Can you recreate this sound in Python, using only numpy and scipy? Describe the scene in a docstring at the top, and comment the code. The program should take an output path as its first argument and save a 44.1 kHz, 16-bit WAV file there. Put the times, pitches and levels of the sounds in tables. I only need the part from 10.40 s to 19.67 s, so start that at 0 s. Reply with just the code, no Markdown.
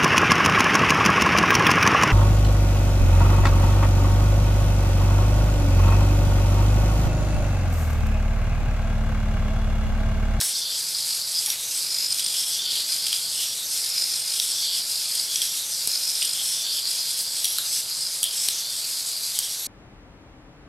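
"""A small two-legged robot is already walking on tiles, servos whirring: gear teeth ring cases and brackets.
Every 2 s it leans, swings a foot, rises over it, brings the other along and eases off briefly.
In the lean and the rise the loaded servos throb with their 50 Hz control pulses; metal feet and joints
clack and skid at each step. From 7.4 s the last stride is a lighter turn on the spot.
A quiet, hard room with mains hum surrounds it to the end. Mono."""
import sys
import numpy as np
from scipy import signal
from scipy.fft import rfft, irfft, next_fast_len
from scipy.io import wavfile
from scipy.ndimage import uniform_filter1d, minimum_filter1d, map_coordinates

SR = 44100
rng = np.random.default_rng(int(sys.argv[2]) if len(sys.argv) > 2 else 0)


def wrap_up_sound(samples):
    """Save the sound to the file named by the first command line argument, as 16-bit audio."""
    columns = np.atleast_2d(samples).T
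    # keep every value between -1 and 1, then stretch to whole-number steps
    tamed = np.clip(columns, -1, 1)
    steps = np.round(tamed * 32767).astype(np.int16)
    wavfile.write(sys.argv[1], SR, steps)


N = 408787


def servos():
    """Gear rattle, direct and through the parts it shakes; the level wavers as the controllers hunt."""
    speed_db, case_db, bracket_db = gait()
    load, shift_hz = strokes()
    pulsing = np.sqrt(1 + load * throb(sharpness=1.8, uneven_db=4.5))
    rattle = teeth(mesh_hz=481.1, drift=0.22, scatter_db=1.5, scrape=0.77, contact_s=0.00094)
    fizz = tooth_fizz(rattle, speed_db)
    drive = teeth(mesh_hz=399.9, drift=0.16, scatter_db=3, scrape=0.4, contact_s=0.0022)
    focus = np.clip(1.2 * load, 0, 1)  # one hard-driven servo rings narrowly, several spread the ring
    case_hz = 4873 * (1 + 0.0258 * speed_db) + shift_hz
    case = servo_case(drive, rattle, case_hz, case_db, load, focus)
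    bracket = leg_bracket(bracket_db)
    pinion = fast_pinion(drive, speed_db, focus)
    hunting = amp(0.55 * wobble(24) + 0.4 * wobble(130))
    return hunting * ((case + pinion + whines()) * pulsing + bracket + fizz)


# Strides, the last a turn: (start [s], pace [dB], effort [dB], leg shake [dB], throb share [0-1])
STRIDES = [(-.6, 0.26, 0, -3, 0.88), (1.4, 0.16, .5, 2, 0.95), (3.405, 0.34, 0.9, -0.6, 0.94),
           (5.415, 0.4, .5, 0, 0.93), (7.41, -0.5, -3.5, -7, 0.45)]
# Moves of a stride: (time in stride [s], motor speed [dB], case drive [dB], bracket drive [dB])
STRIDE_MOVES = [(0, -0.4, -31.5, -56), (.07, 0, -29.3, -46), (.28, 0.2, -31.5, -42), (.4, -0.2, -30.5, -39),
                (.53, 1.5, -31, -33), (.6, 2.5, -33, -37), (.71, 0.5, -31.5, -36), (.81, -2, -32, -34.5),
                (.9, 0.06, -30.5, -33.5), (1, -1.5, -31, -43.5), (1.07, 0.53, -29.5, -39.5),
                (1.22, 0, -31, -39.5), (1.39, -0.5, -33.5, -42.5), (1.53, 1, -35, -37.5),
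                (1.66, -0.55, -37.5, -39), (1.75, -0.85, -42.5, -50), (1.9, 1, -33.5, -42.5)]


def gait():
    """Motor speed, case drive and bracket drive; the moves repeat, never at quite the same speed."""
    moves = [(start + s, speed + pace, case + effort, bracket + shake)
             for start, pace, effort, shake, _ in STRIDES for s, speed, case, bracket in STRIDE_MOVES]
    speed_db, case_db, bracket_db = ramped_steps(moves, ramp_s=0.037)
    return speed_db + 0.3 * wobble(14), case_db, bracket_db


# Lean and rise: (start in stride [s], end in stride [s], load [0-1], case ring shift [Hz])
LOAD_STROKES = [(.02, .58, .66, 116), (.97, 1.42, 0.48, -40)]


def strokes(ramp_s=0.033):
    """Motor load and the shift it gives the case ring, scaled by each stride's throb share."""
    t, load, shift_hz = np.arange(N) / SR, np.zeros(N), np.zeros(N)
    for start, *_, share in STRIDES:
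        for begin, end, depth, hz in LOAD_STROKES:
            on = share * np.clip(np.minimum(t - start - begin, start + end - t) / ramp_s, 0, 1)
            load += depth * on
            shift_hz += hz * on
    return np.clip(load, 0, 0.95), shift_hz


def throb(sharpness, uneven_db, control_hz=50.13):
    """Power swing of a loaded motor: one uneven burst of current per control pulse."""
    cycle = control_hz * np.arange(N) / SR - 0.52
    burst = np.exp(sharpness * np.cos(2 * np.pi * cycle)) * amp(uneven_db * wobble(50))
    return burst / burst.mean() - 1


def teeth(mesh_hz, drift, scatter_db, scrape, contact_s, trains=3):
    """Gear trains at wandering speeds: each tooth gives a tick and a short scrape."""
    ticks = np.zeros(N)
    for _ in range(trains):
        tooth_hz = mesh_hz * np.exp(drift * (wobble(4) + 0.12 * wobble(30)))
        contacts = np.diff(np.floor(np.cumsum(tooth_hz) / SR), prepend=0)
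        ticks += contacts * amp(scatter_db * np.clip(rng.standard_normal(N), -2, 2))
    rub_power = signal.lfilter([1], [1, -np.exp(-1 / (contact_s * SR))], ticks ** 2)
    rub = np.sqrt(rub_power) * rng.standard_normal(N)
    return np.sqrt(1 - scrape) * unit(ticks - ticks.mean()) + np.sqrt(scrape) * unit(rub)


def servo_case(drive, rattle, case_hz, case_db, load, focus):
    """Teeth ring the servo cases and a body plate; load brings in two more modes."""
    narrow = np.sqrt(focus) * resonate(drive, case_hz, width_hz=380)
    spread = np.sqrt(1 - focus) * resonate(rattle, case_hz, width_hz=750)
    lower_mode = amp(-8 + 1.7 * wobble(13)) * resonate(drive, 4334, 320)
    strain = amp(-9) * resonate(drive, 7040, 150) + amp(-16.5) * resonate(drive, 2475, 380)
    plate = amp(-29.5) * resonate(drive, 1544, 124)
    ring = unit(narrow + spread + lower_mode) + load * strain + plate
    return ring * amp(case_db - 0.1 + 1.4 * wobble(25))


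# Tooth contact spectrum: (frequency [Hz], relative density [dB])
FIZZ_SPECTRUM = [(700, -34), (1500, -17), (2400, -8.5), (3100, -5.5), (4150, 3), (4900, -7), (5600, 2.5),
                 (6500, 0.5), (7900, -0.4), (9400, -1.4), (11700, 0.5), (13000, -8.5), (15000, -19.5),
                 (16000, -32)]


def tooth_fizz(rattle, speed_db):
    """Tooth contacts heard directly, louder with speed; the colour flickers as the parts shift."""
    fizz = filtered(rattle, lambda hz: amp(log_interp(FIZZ_SPECTRUM, hz)))
    spectra = signal.stft(fizz, nperseg=512)[2]
    patches = uniform_filter1d(rng.standard_normal(spectra.shape), size=5, axis=0)  # about 400 Hz
    patches = uniform_filter1d(patches, size=12, axis=1)  # about 70 ms
    fizz = signal.istft(spectra * amp(1.3 * unit(patches)), nperseg=512)[1][:N]
    return unit(fizz) * amp(-30.5 + speed_db + 0.94 * wobble(25))


def leg_bracket(bracket_db, sag_hz_per_db=11):
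    """The output gears ring a leg bracket, lower in pitch when it is shaken harder."""
    gears = teeth(mesh_hz=302.3, drift=0.15, scatter_db=3, scrape=0.4, contact_s=0.0013, trains=2)
    ring_hz = 3445 - sag_hz_per_db * (bracket_db - bracket_db.mean())
    return resonate(gears, ring_hz, width_hz=430) * amp(bracket_db - 2.5 + 1.1 * wobble(25))


def fast_pinion(drive, speed_db, focus):
    """The pinion rings the gearbox broadly and settles on one mode when driven hard."""
    gears = teeth(mesh_hz=557.6, drift=0.17, scatter_db=4.5, scrape=0.55, contact_s=0.0015)
    main_mode = (np.sqrt(focus) + amp(-14)) * resonate(gears, 8860, 720)
    lower_mode = amp(-5) * resonate(gears, 7880, 360)
    spread = np.sqrt(1 - focus) * resonate(drive, 8410 * (1 + 0.03 * speed_db), width_hz=1700)
    return unit(main_mode + lower_mode + spread) * amp(-37 + 2.5 * speed_db + 1.6 * wobble(25))


# Joint whines: (start in stride [s], end in stride [s], centre [Hz], width [Hz], base level [dB])
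JOINT_WHINES = [(0.078, 0.356, 5060, 220, -35), (0.255, .56, 8880, 300, -37), (0.71, .85, 5720, 800, -34.5),
                (.72, .94, 3570, 110, -37), (0.885, 0.997, 4530, 350, -38), (1.094, 1.38, 4360, 320, -40.5),
                (1.62, 1.75, 5620, 300, -37.5), (1.766, 1.85, 3800, 400, -37.5),
                (1.776, 1.94, 11620, 400, -42), (1.83, 1.965, 6050, 380, -38.5)]


def whines():
    """A joint's gears briefly ring their mount, louder in a heavy stride."""
    gears = teeth(mesh_hz=329.4, drift=0.18, scatter_db=0, scrape=0.32, contact_s=0.0013, trains=2)
    rows = [(start + begin, start + end, hz, width_hz, db + 0.45 * effort + 0.38 * shake)
            for start, _, effort, shake, _ in STRIDES for begin, end, hz, width_hz, db in JOINT_WHINES]
    return swells(gears, rows)


# Metal frame modes: (centre [Hz], width [Hz], relative gain [dB])
FRAME_MODES = [(3294, 330, 10), (3980, 160, 5), (4530, 280, 3), (5800, 230, 6.5), (6830, 380, -6.5),
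               (8150, 260, 4), (8830, 530, 0.5), (10120, 660, 1), (11900, 570, -2.5), (12340, 680, -7)]


def frame_ring(chatter, bright_db):
    """Chatter rings the frame's modes, at new strengths for each blow."""
    scatter_db = rng.normal(0, 2.5, len(FRAME_MODES))

    def response(hz):
        modes = sum((-1) ** k * amp(db + scatter_db[k]) * 1j * hz * width
                    / (centre ** 2 - hz ** 2 + 1j * hz * width)
                    for k, (centre, width, db) in enumerate(FRAME_MODES))
        tilt = amp(bright_db * np.log2(np.clip(hz, 3000, 12000) / 6000))
        low_cut = hz ** 4 / (hz ** 4 + 2300 ** 4)
        return modes * tilt * low_cut

    return filtered(chatter, response)


# Foot and joint blows: (time [s], level [dB], brightness [dB/octave], t60 [s])
BLOWS = [(0.0117, -11.5, 7, 0.008), (.0185, -20, -1, .015), (.059, -22, -2, .012), (1.0607, -16, 4, .02),
         (1.1016, -12, 1, 0.014), (1.794, -18, -1, 0.026), (2.6668, -16.5, -1, 0.03),
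         (2.7285, -12, -1, 0.014), (3.999, -7, 0, 0.011), (4.752, -19, 7, 0.028), (4.9581, -16, 2, 0.016),
         (5.0174, -13.5, 1.5, 0.023), (5.4742, -7.5, 8, 0.0046), (5.8204, -18, -22, 0.033),
         (5.826, -15.5, 4, .018), (5.847, -17, 1, 0.015), (5.8524, -16, 4, .018), (6.5083, -23, 8, .025),
         (7.0436, -12.5, 2.5, 0.022), (7.0532, -14.5, 9, 0.016), (7.184, -15, 2, 0.013),
         (7.83, -5.5, 8, 0.012), (7.8402, -7, 12, 0.0098), (8.0862, -6, 4, 0.0088), (8.989, -9, 10, .011)]


def clacks(snap_t60_s=0.006):
    """Metal strikes with a hard, bright snap, then a short chatter that rings the frame."""
    out, t = np.zeros(N), np.arange(SR // 10) / SR
    for s, db, bright_db, t60_s in BLOWS:
        fade = amp(-60 * t / t60_s)
        ring = frame_ring(fade * rng.standard_normal(len(t)), bright_db)
        add(out, s, amp(db) * ring * np.linalg.norm(fade) / np.linalg.norm(ring))
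        snap = resonate(rng.standard_normal(len(t)), centre_hz=10500, width_hz=4400)
        add(out, s, amp(db - 10.5 + 0.55 * bright_db - 60 * t / snap_t60_s) * snap)
    return out


# Jolted parts: (time [s], level [dB], centre [Hz], width [Hz], t60 [s])
JOLTS = [(.0115, -31, 1550, 1500, 0.081), (1.077, -37.5, 810, 160, 0.067),
         (1.8627, -15.5, 5050, 1400, 0.016), (2.7283, -32.5, 1900, 1100, 0.024),
         (4.9577, -14, 5600, 700, .014), (5.7, -19, 5850, 830, 0.022), (5.14, -33, 2700, 700, 0.023),
         (5.4742, -27.5, 700, 1500, 0.006), (7.044, -23, 3250, 260, 0.066), (7.1838, -31, 1460, 450, 0.033),
         (7.1835, -20, 4100, 370, 0.034), (7.8307, -32, 925.9, 1800, 0.0068),
         (7.8298, -20, 3290, 290, 0.15), (8.0856, -30, 540, 900, 0.0064), (8.0862, -12.5, 3730, 670, 0.017),
         (8.085, -38, 3900, 185.2, 0.28)]


def knocks():
    """A sole, bracket or servo case rings after a jolt."""
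    out, t = np.zeros(N), np.arange(SR // 5) / SR
    for s, db, hz, width_hz, t60_s in JOLTS:
        ring = resonate(rng.standard_normal(len(t)), hz, width_hz)
        add(out, s, amp(db - 60 * t / t60_s) * ring)
    return out


# Sole squeals: (start [s], end [s], centre [Hz], width [Hz], level [dB])
SOLE_SKIDS = [(0, .06, 10600, 3500, -34), (0.95, 0.998, 4900, 300, -26), (1.06, 1.14, 11000, 2000, -33),
              (1.067, 1.162, 2460, 900, -42.5), (2.3, 2.423, 4050, 900, -31),
              (2.952, 3.06, 3000, 300, -37.5), (4.05, 4.36, 7960, 900, -37), (4.2, 4.4, 3350, 250, -36),
              (4.886, 5.02, 3400, 200, -37), (6.78, 6.83, 10000, 4000, -33), (7.05, 7.14, 10800, 1200, -32),
              (7.24, 7.378, 4860, 450, -34.5), (7.245, 7.42, 7900, 400, -35.5),
              (7.58, 7.648, 8340, 450, -38), (7.97, 8.06, 7950, 450, -30.5), (7.96, 8.08, 5400, 400, -34.5),
              (8.124, 8.2, 6100, 1100, -33), (8.95, 9.08, 3230, 300, -39.5), (9.202, 9.27, 11600, 400, -36)]


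def skids():
    """Metal sticks and slips on the tile: a grainy rub that rings the sole."""
    rub = rng.standard_normal(N) * amp(1.5 * wobble(300))
    return swells(rub, SOLE_SKIDS)


# Room decay: (frequency [Hz], t60 [s])
ROOM_DECAY = [(300, 0.42), (3000, 0.62), (8000, 0.15), (15000, 0.35)]


def room(x):
    """The tiled room answers after 5 ms, dying sooner in the treble."""
    hz, t, spectra = signal.stft(rng.standard_normal(SR // 2), SR, nperseg=256)
    decay = amp(-60 * t / log_interp(ROOM_DECAY, hz)[:, None])
    tail = signal.istft(spectra * decay, SR, nperseg=256)[1]
    delayed = np.pad(x, (SR // 200, 0))
    return signal.fftconvolve(delayed, tail / np.linalg.norm(tail))[:N]


# Room air spectrum: (frequency [Hz], relative density [dB])
AIR_SPECTRUM = [(20, -8), (50, -4.5), (80, -5), (115, 1), (230, -4), (380, -2), (620, 0.5), (1050, -2),
                (1550, -1.5), (2500, -10), (6000, -17)]


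def room_air():
    """Soft, steady noise of the room's air."""
    air = filtered(rng.standard_normal(N), lambda hz: amp(log_interp(AIR_SPECTRUM, hz)))
    return amp(-50) * unit(air)


# Hum tones: (frequency [Hz], rms level [dB])
HUM_TONES = [(49, -74.5), (144.5, -68)]


def mains_hum():
    """Faint mains hum, slightly unsteady in level and pitch."""
    hum = np.zeros(N)
    for hz, db in HUM_TONES:
        peak = np.sqrt(2) * amp(db + 1.7 * wobble(5))
        cycles = np.cumsum(hz + 1.196 * wobble(6.8)) / SR
        hum += peak * np.sin(2 * np.pi * cycles)
    return hum


def amp(db):
    """Decibels to gain."""
    return 10 ** (np.asarray(db) / 20)


def unit(x):
    """Scale to rms 1."""
    return x / np.sqrt(np.mean(x ** 2) + 1e-20)


def log_interp(points, hz):
    """Interpolate (frequency [Hz], value) points on a log axis."""
    point_hz, values = np.transpose(points)
    return np.interp(np.log(hz + 1), np.log(point_hz + 1), values)


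def ramped_steps(rows, ramp_s):
    """One curve per column after the time: each row holds, then ramps to the next."""
    times_s, *columns = np.transpose(rows)
    row = np.searchsorted(times_s, np.arange(N) / SR) - 1
    return [uniform_filter1d(column[row], size=round(ramp_s * SR)) for column in columns]


def wobble(rate_hz):
    """A smooth random curve, rate_hz knots a second."""
    coarse = np.arange(0, N + 32, 32)
    knots = rng.standard_normal(int(N * rate_hz / SR) + 4)
    return np.interp(np.arange(N), coarse, map_coordinates(knots, [coarse * rate_hz / SR]))


def filtered(x, response):
    """Apply a gain given as a function of frequency in Hz."""
    size = next_fast_len(len(x) + SR // 4)
    return irfft(rfft(x, size) * response(np.fft.rfftfreq(size, 1 / SR)), size)[:len(x)]


def resonate(x, centre_hz, width_hz):
    """A steep-sided resonance whose centre may move; rms 1."""
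    carrier = np.exp(2j * np.pi * np.cumsum(centre_hz * np.ones(len(x))) / SR)
    pole = np.exp(-np.pi * np.sqrt(2) * abs(width_hz) / SR)
    return unit(np.real(carrier * signal.lfilter([1], [1, -2 * pole, pole ** 2], x / carrier)))


def add(track, s, sound):
    """Mix a sound into the track at s seconds."""
    i = round(s * SR)
    track[i:i + len(sound)] += sound[:N - i]


def swells(drive, rows, margin_s=0.02):
    """For each row the drive rings one resonance, which swells and fades."""
    out = np.zeros(N)
    for start, end, hz, width_hz, db in rows:
        onset_s = max(start - margin_s, 0)
        if end > 0 and onset_s < N / SR:
            run = drive[round(onset_s * SR):round((end + margin_s) * SR)]
            add(out, onset_s, amp(db) * signal.windows.tukey(len(run), 0.5) * resonate(run, hz, width_hz))
    return out


def scene():
    """The robot close by, in its room."""
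    motion = servos() + skids()
    impacts = clacks() + knocks()
    reverb = amp(-12.5) * room(motion) + amp(-8.5) * room(impacts)
    mono = amp(0.02) * motion + impacts + reverb + room_air() + mains_hum()
    return np.array([mono, mono])


def record(dry, ceiling=0.6, top_hz=15850):
    """A quick limiter ducks the hardest blows; nothing passes above the band limit."""
    needed_gain = np.minimum(1, ceiling / (np.abs(dry).max(axis=0) + 1e-9))
    held_gain = minimum_filter1d(needed_gain, size=641, origin=300)
    limited = dry * uniform_filter1d(held_gain, size=41)
    return np.array([filtered(channel, lambda hz: hz < top_hz) for channel in limited])


dry = scene()
out = record(dry)
wrap_up_sound(out)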